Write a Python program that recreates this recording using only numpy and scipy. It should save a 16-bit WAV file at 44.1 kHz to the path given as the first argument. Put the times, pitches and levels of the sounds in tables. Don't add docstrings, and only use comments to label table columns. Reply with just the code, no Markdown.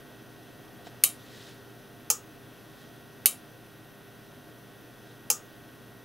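import sys
import numpy as np
from scipy import signal
from scipy.fft import rfft, irfft
from scipy.io import wavfile
from scipy.ndimage import uniform_filter1d

SR = 44100
rng = np.random.default_rng(int(sys.argv[2]) if len(sys.argv) > 2 else 0)


def gain_from_decibels(decibels):
    exponent = np.asarray(decibels, float) / 20
    return 10 ** exponent


def dump(signal):
    limited = np.clip(np.atleast_2d(signal).T, -1, 1)
    pcm = np.round(limited * 32767).astype(np.int16)
    wavfile.write(sys.argv[1], SR, pcm)


N = 266496

BUZZ_HZ = 99.96
WALL_ECHO_S = .0101


def rms_one(x):
    return x / np.sqrt(np.mean(x ** 2) + 1e-20)


def at_hz(points, hz):
    points = np.array(points)
    return np.interp(np.log(hz + 1), np.log(points[:, 0]), points[:, 1])


def coloured(db_of_hz, size):
    hz = np.fft.rfftfreq(size, 1 / SR)
    return irfft(rfft(rng.standard_normal(size)) * gain_from_decibels(db_of_hz(hz)), size)


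def drift(rate):
    knots = rng.standard_normal(400)
    return np.interp(np.arange(N) / SR * rate, np.arange(400), knots)


def high_pass(x, hz):
    return signal.sosfilt(signal.butter(2, hz, "high", fs=SR, output="sos"), x)


def overtones():
    # (f/Hz, width/Hz, lift/dB)
    core = [(2790, 210, 6), (3060, 260, 10), (3790, 350, 10)]
    k = np.arange(21, 59)
    lift = sum(db / (1 + (2 * (k * BUZZ_HZ - hz) / width) ** 2) for hz, width, db in core)
    chance_db = 2.5 * rng.standard_normal(len(k))
    return list(zip(k, -24 - .06 * (k - k[0]) + lift + chance_db))


def hum():
    # (multiple, level/dB)
    buzz = [(1, -20.5), (2, -3), (3, -15.5), (4, 2.5), (5, -9.5), (6, -8.5), (7, -5), (8, -15), (9, -12),
            (10, -14), (11, -8), (12, -14), (13, -11), (14, -4.5), (15, -2.5), (16, -4.5), (17, -39),
            (18, -7), (19, -3), (20, -13.5)]
    # (f/Hz, level/dB rms)
    motor = [(53, -74.5), (120.0, -59.5), (149.8, -64.5)]
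    odd_lead, phase_chance = .25, .55
    tones = [(k * BUZZ_HZ, db - 63, odd_lead * (k % 2)) for k, db in [*buzz, *overtones()]]
    tones += [(hz, db, 0) for hz, db in motor]
    t, out = np.arange(N) / SR, np.zeros(N)
    for hz, db, lag in tones:
        cycles = hz * t + lag + phase_chance * rng.random()
        out += gain_from_decibels(db + 2.5 + 0.92 * drift(3.15)) * np.sin(2 * np.pi * cycles)
    return out


def air():
    # (f/Hz, level/dB per Hz)
    shape = [(15, -14), (40, -17), (80, -12.5), (105, -3), (170, -6.5), (320, -9), (450, -6.5), (720, -11),
             (900, -15), (1540, -16.5), (2100, -21), (3300, -21), (5000, -26.5), (9000, -35.5)]
    # (f/Hz, width/Hz, lift/dB)
    humps = [(120, 30, 2), (251, 61, 8), (315, 28, 10), (705, 64, 4.5), (2610, 88, 5), (3346, 400, 4.5),
             (5160, 200, 3.5), (6055, 350, 9)]
    # (f/Hz, side minus mid/dB)
    width_db = [(25, 6), (60, -2), (120, -9.5), (700, -9.5), (1300, -10.5), (2500, -20.5), (9000, -32)]
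    level_db, fade_db_per_s = -51, 0.2143

    def colour(hz):
        return at_hz(shape, hz) + sum(db / (1 + (2 * (hz - f) / w) ** 2) for f, w, db in humps)

    mid = coloured(colour, N)
    side = coloured(lambda hz: colour(hz) + at_hz(width_db, hz), N)
    gain = gain_from_decibels(level_db - fade_db_per_s * np.arange(N) / SR + 0.56 * drift(3.28)) / np.std(mid)
    return gain * np.array([mid + side, mid - side])


def brushes():
    # (t/s at full strength, held/s, level/dB, swell/dB per s, fade/dB per s)
    moves = [
        (.47, .05, -74, 60, 60.5),
        (.869, .005, -52.5, 600.5, 500.5),
        (1.37, .12, -53, 44, 150),
        (2.8, .02, -61.5, 123, 87),
        (5.1, .02, -63.5, 119, 120.5),
    ]
    t, power = np.arange(N) / SR, 0
    for s, held, db, swell, fade in moves:
        level_db = db - swell * np.maximum(s - t, 0) - fade * np.maximum(t - s - held, 0)
        power = power + gain_from_decibels(level_db) ** 2
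    return np.sqrt(uniform_filter1d(power, int(.01 * SR)))


def sleeve():
    # (f/Hz, level/dB per Hz)
    colour = [(880, -33.5), (1500, -7), (1930, 2), (2100, -8.5), (2910, -3), (3820, 0.5), (4190, -2.5),
              (14000, -22)]
    cloth = rms_one(coloured(lambda hz: at_hz(colour, hz), N))
    return cloth * brushes() * gain_from_decibels(.8 * drift(40.0))


def strike(touches, modes, spread_db, size, build_s=.00025):
    t, out = np.arange(size) / SR, np.zeros(size)
    for s, db in touches:
        age = np.maximum(t - s, 0)
        for hz, mode_db, t60 in modes:
            gain = gain_from_decibels(db + mode_db + spread_db * rng.standard_normal()) * rng.choice([-1, 1])
            decay = gain_from_decibels(-60 * age / min(t60, .13))
            out += gain * decay * np.sin(2 * np.pi * hz * age) * np.tanh(age / build_s)
    return out


def finger():
    # (t/s, level/dB)
    snaps = [
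        (.8672, -60),
        (.8697, -30.5),
        (.8708, -31.5),
        (.8752, -33.5),
        (1.317, -60),
    ]
    # (f/Hz, level/dB, t60/s)
    modes = [(260, -11, .02), (520, -10, .015), (650, -3, .018), (1550, -9, .006), (2600, -10, .004),
             (3700, -11, .004), (5300, -10, .004), (7500, -15, .003)]
    size, out = int(1.5 * SR), np.zeros(N)
    out[:size] = high_pass(strike(snaps, modes, 0.84, size), 200)
    return out


def scatter(colour, size, early_db):
    # (f/Hz, t60/s)
    room = [(500, 0.31), (1500, 0.2), (3000, 0.22), (6000, 0.15), (10000, 0.17), (15000, 0.16)]
    t, out = np.arange(size) / SR, np.zeros(size)
    noise = rms_one(coloured(lambda hz: at_hz(colour, hz), size))
    edges = np.append(250 * 2 ** np.arange(0, 3, .5), np.arange(2000, 16400, 400))
    for low, high in zip(edges, edges[1:]):
        band = signal.sosfilt(signal.butter(2, [low, high], "band", fs=SR, output="sos"), noise)
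        level_db, linger = rng.standard_normal(2) * [1.6, .08]
        t60 = at_hz(room, low) * np.exp(linger)
        out += band * gain_from_decibels(level_db - 60 * t / t60)
    before_wall = np.clip(t / .001, 0, 1) * gain_from_decibels(early_db - 500 * t)
    after_wall = 1 + .5 * np.exp(-(t - WALL_ECHO_S) / 0.0021)
    return out * np.where(t < WALL_ECHO_S, before_wall, after_wall)


def relay(events, bounces, modes, case, tail, case_db, tail_db, early_db, echo_db):
    size, lag = int(.3 * SR), round(WALL_ECHO_S * SR)

    def stroke():
        ringing = strike([(bounces[1][0], 0)], case, 1.0, size, build_s=.0008)
        blows = strike(bounces, modes, 1.5, size)
        echo = gain_from_decibels(echo_db) * high_pass(np.roll(blows, lag), 3800)
        room = gain_from_decibels(tail_db) * scatter(tail, size, early_db)
        return high_pass(blows + echo + gain_from_decibels(case_db) * ringing + room, 480)

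    habit, out = stroke(), np.zeros((2, N + size))
    for s, db in events:
        mid = .95 * habit + .22 * stroke()
        other = stroke()
        side = gain_from_decibels(-12) * (high_pass(high_pass(other, 7500), 7500) + .25 * other)
        at = round(s * SR)
        out[:, at:at + size] += gain_from_decibels(db) * np.array([mid + side, mid - side])
    return out[:, :N]


def relay_pulls_in():
    # (t/s, level/dB)
    events = [
        (1.0368, -1.0),
        (3.2575, -1.5),
    ]
    # (t/s after the first touch, level/dB)
    bounces = [
        (0, -24),
        (.0006, 0),
        (.0031, -12),
        (.0049, -18),
        (.0067, -20),
    ]
    # (f/Hz, level/dB, t60/s)
    modes = [(3400, -18, .01), (3900, -19, .008), (4400, -18, .008), (5450, -14, .006), (6000, -14, .007),
             (6700, -17, .012), (7500, -21, .008), (8500, -8, .006), (9200, 0, .011), (9900, -13, .02),
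             (11100, -17, .01), (12650, -8, .009), (13330, 0, .008), (14100, -11, .006), (15150, -20, .008)]
    # (f/Hz, level/dB, t60/s)
    case = [(560, -11, .05), (870, -13, .05), (1160, -18, .04), (1350, -9, .015), (1600, -1, .012),
            (1900, 0, .012), (2200, -2, .03), (2650, 5, .04), (2950, 5, .045), (3200, -13, .12),
            (3800, -12, .13), (4450, -11, .08), (6250, -9, .13), (6620, -8, .1), (8104, -7, .12),
            (8198, -7, .11), (8420, -9, .1), (9230, -4, .11), (10070, -7, .12), (10910, -9, .1),
            (9997, -4, .13), (12685, -10, .1), (13220, -11, .08)]
    # (f/Hz, level/dB per Hz)
    tail = [(350, -49), (600, -28), (1200, -19), (1700, -25), (2700, -8.5), (3500, -13.5), (4400, -11),
            (5200, -8), (6500, -5), (8300, -2.5), (10000, -2.5), (11500, -1.5), (13200, -7), (14300, -15),
            (15300, -10), (16000, -7)]
    return relay(events, bounces, modes, case, tail,
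                 case_db=-21.0, tail_db=-10, early_db=3.5, echo_db=-13.5)


def relay_drops_out():
    # (t/s, level/dB)
    events = [
        (2.101, -12.5),
        (5.3009, -12.5),
    ]
    # (t/s after the first touch, level/dB)
    bounces = [
        (0, -24),
        (.0004, 0),
        (.0018, -4),
        (.0033, -4),
        (.0049, -8),
        (.0068, -13),
    ]
    # (f/Hz, level/dB, t60/s)
    modes = [(2350, -24, 0.039), (2800, -7, 0.011), (4085, -27.5, 0.039), (4940, -12.5, 0.033),
             (5350, -14.5, 0.024), (6280, -4.5, 0.016), (6780, -0.5, 0.014), (7570, -10, 0.028),
             (8700, -8, 0.008), (9160, -11, 0.0063), (9960, 4, 0.0062), (11800, -11, 0.011),
             (12650, -8, 0.009), (13760, -4, .008), (14140, -5, .012), (15570, -8, .01)]
    # (f/Hz, level/dB, t60/s)
    case = [(480, -1, .13), (855, 1, .065), (1060, -4, .035), (1270, 1, .05), (1900, -14, .04),
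            (4915, -9, .11), (5400, -4, .13), (5895, -12, .13), (6195, -7, .13), (6257, -5, .13),
            (6585, -7, .11), (6675, -3, .12), (6741, -1, .11), (6860, -6, .12), (7085, -8, .1),
            (7548, -5, .11), (8405, -8, .13), (8560, -8, .1), (9878, -9, .07), (11100, -14, .08),
            (13840, -13, .06)]
    # (f/Hz, level/dB per Hz)
    tail = [(350, -55), (600, -28), (1240, -11), (1930, -30), (2700, -14.5), (4100, -21), (5000, -9),
            (6640, 2), (8400, -6.5), (10000, -9), (10800, -18), (12500, -10), (14100, -12), (16000, -26)]
    return relay(events, bounces, modes, case, tail,
                 case_db=-18.0, tail_db=-2, early_db=-4, echo_db=-8.5)


def scene():
    buzz = hum() * gain_from_decibels([[-.2], [.2]])
    hand = sleeve() + finger()
    clicks = (relay_pulls_in() + relay_drops_out()) * gain_from_decibels([[.27], [-.27]])
    return buzz + air() + hand + clicks


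def band_limit(x):
    return signal.sosfilt(signal.butter(12, 16720, fs=SR, output="sos"), x)


def record(dry):
    # (f/Hz, level/dB per Hz)
    colour = [(2000, -23), (6000, -24), (8000, -3.5), (11000, 4), (14000, 4), (16000, -0.3)]
    shared, left, right = (rms_one(coloured(lambda hz: at_hz(colour, hz), N)) for k in range(3))
    hiss = gain_from_decibels(-65) * shared + gain_from_decibels(-64) * np.array([left, right])
    rounded = 1.6 * np.tanh((dry + hiss) / 1.6)
    rounded = rounded - .03 * rounded ** 2
    top_cut = signal.ellip(12, .5, 36, 15750, fs=SR, output="sos")
    return band_limit(signal.sosfilt(top_cut, rounded))


dry = scene()
out = record(dry)
dump(out)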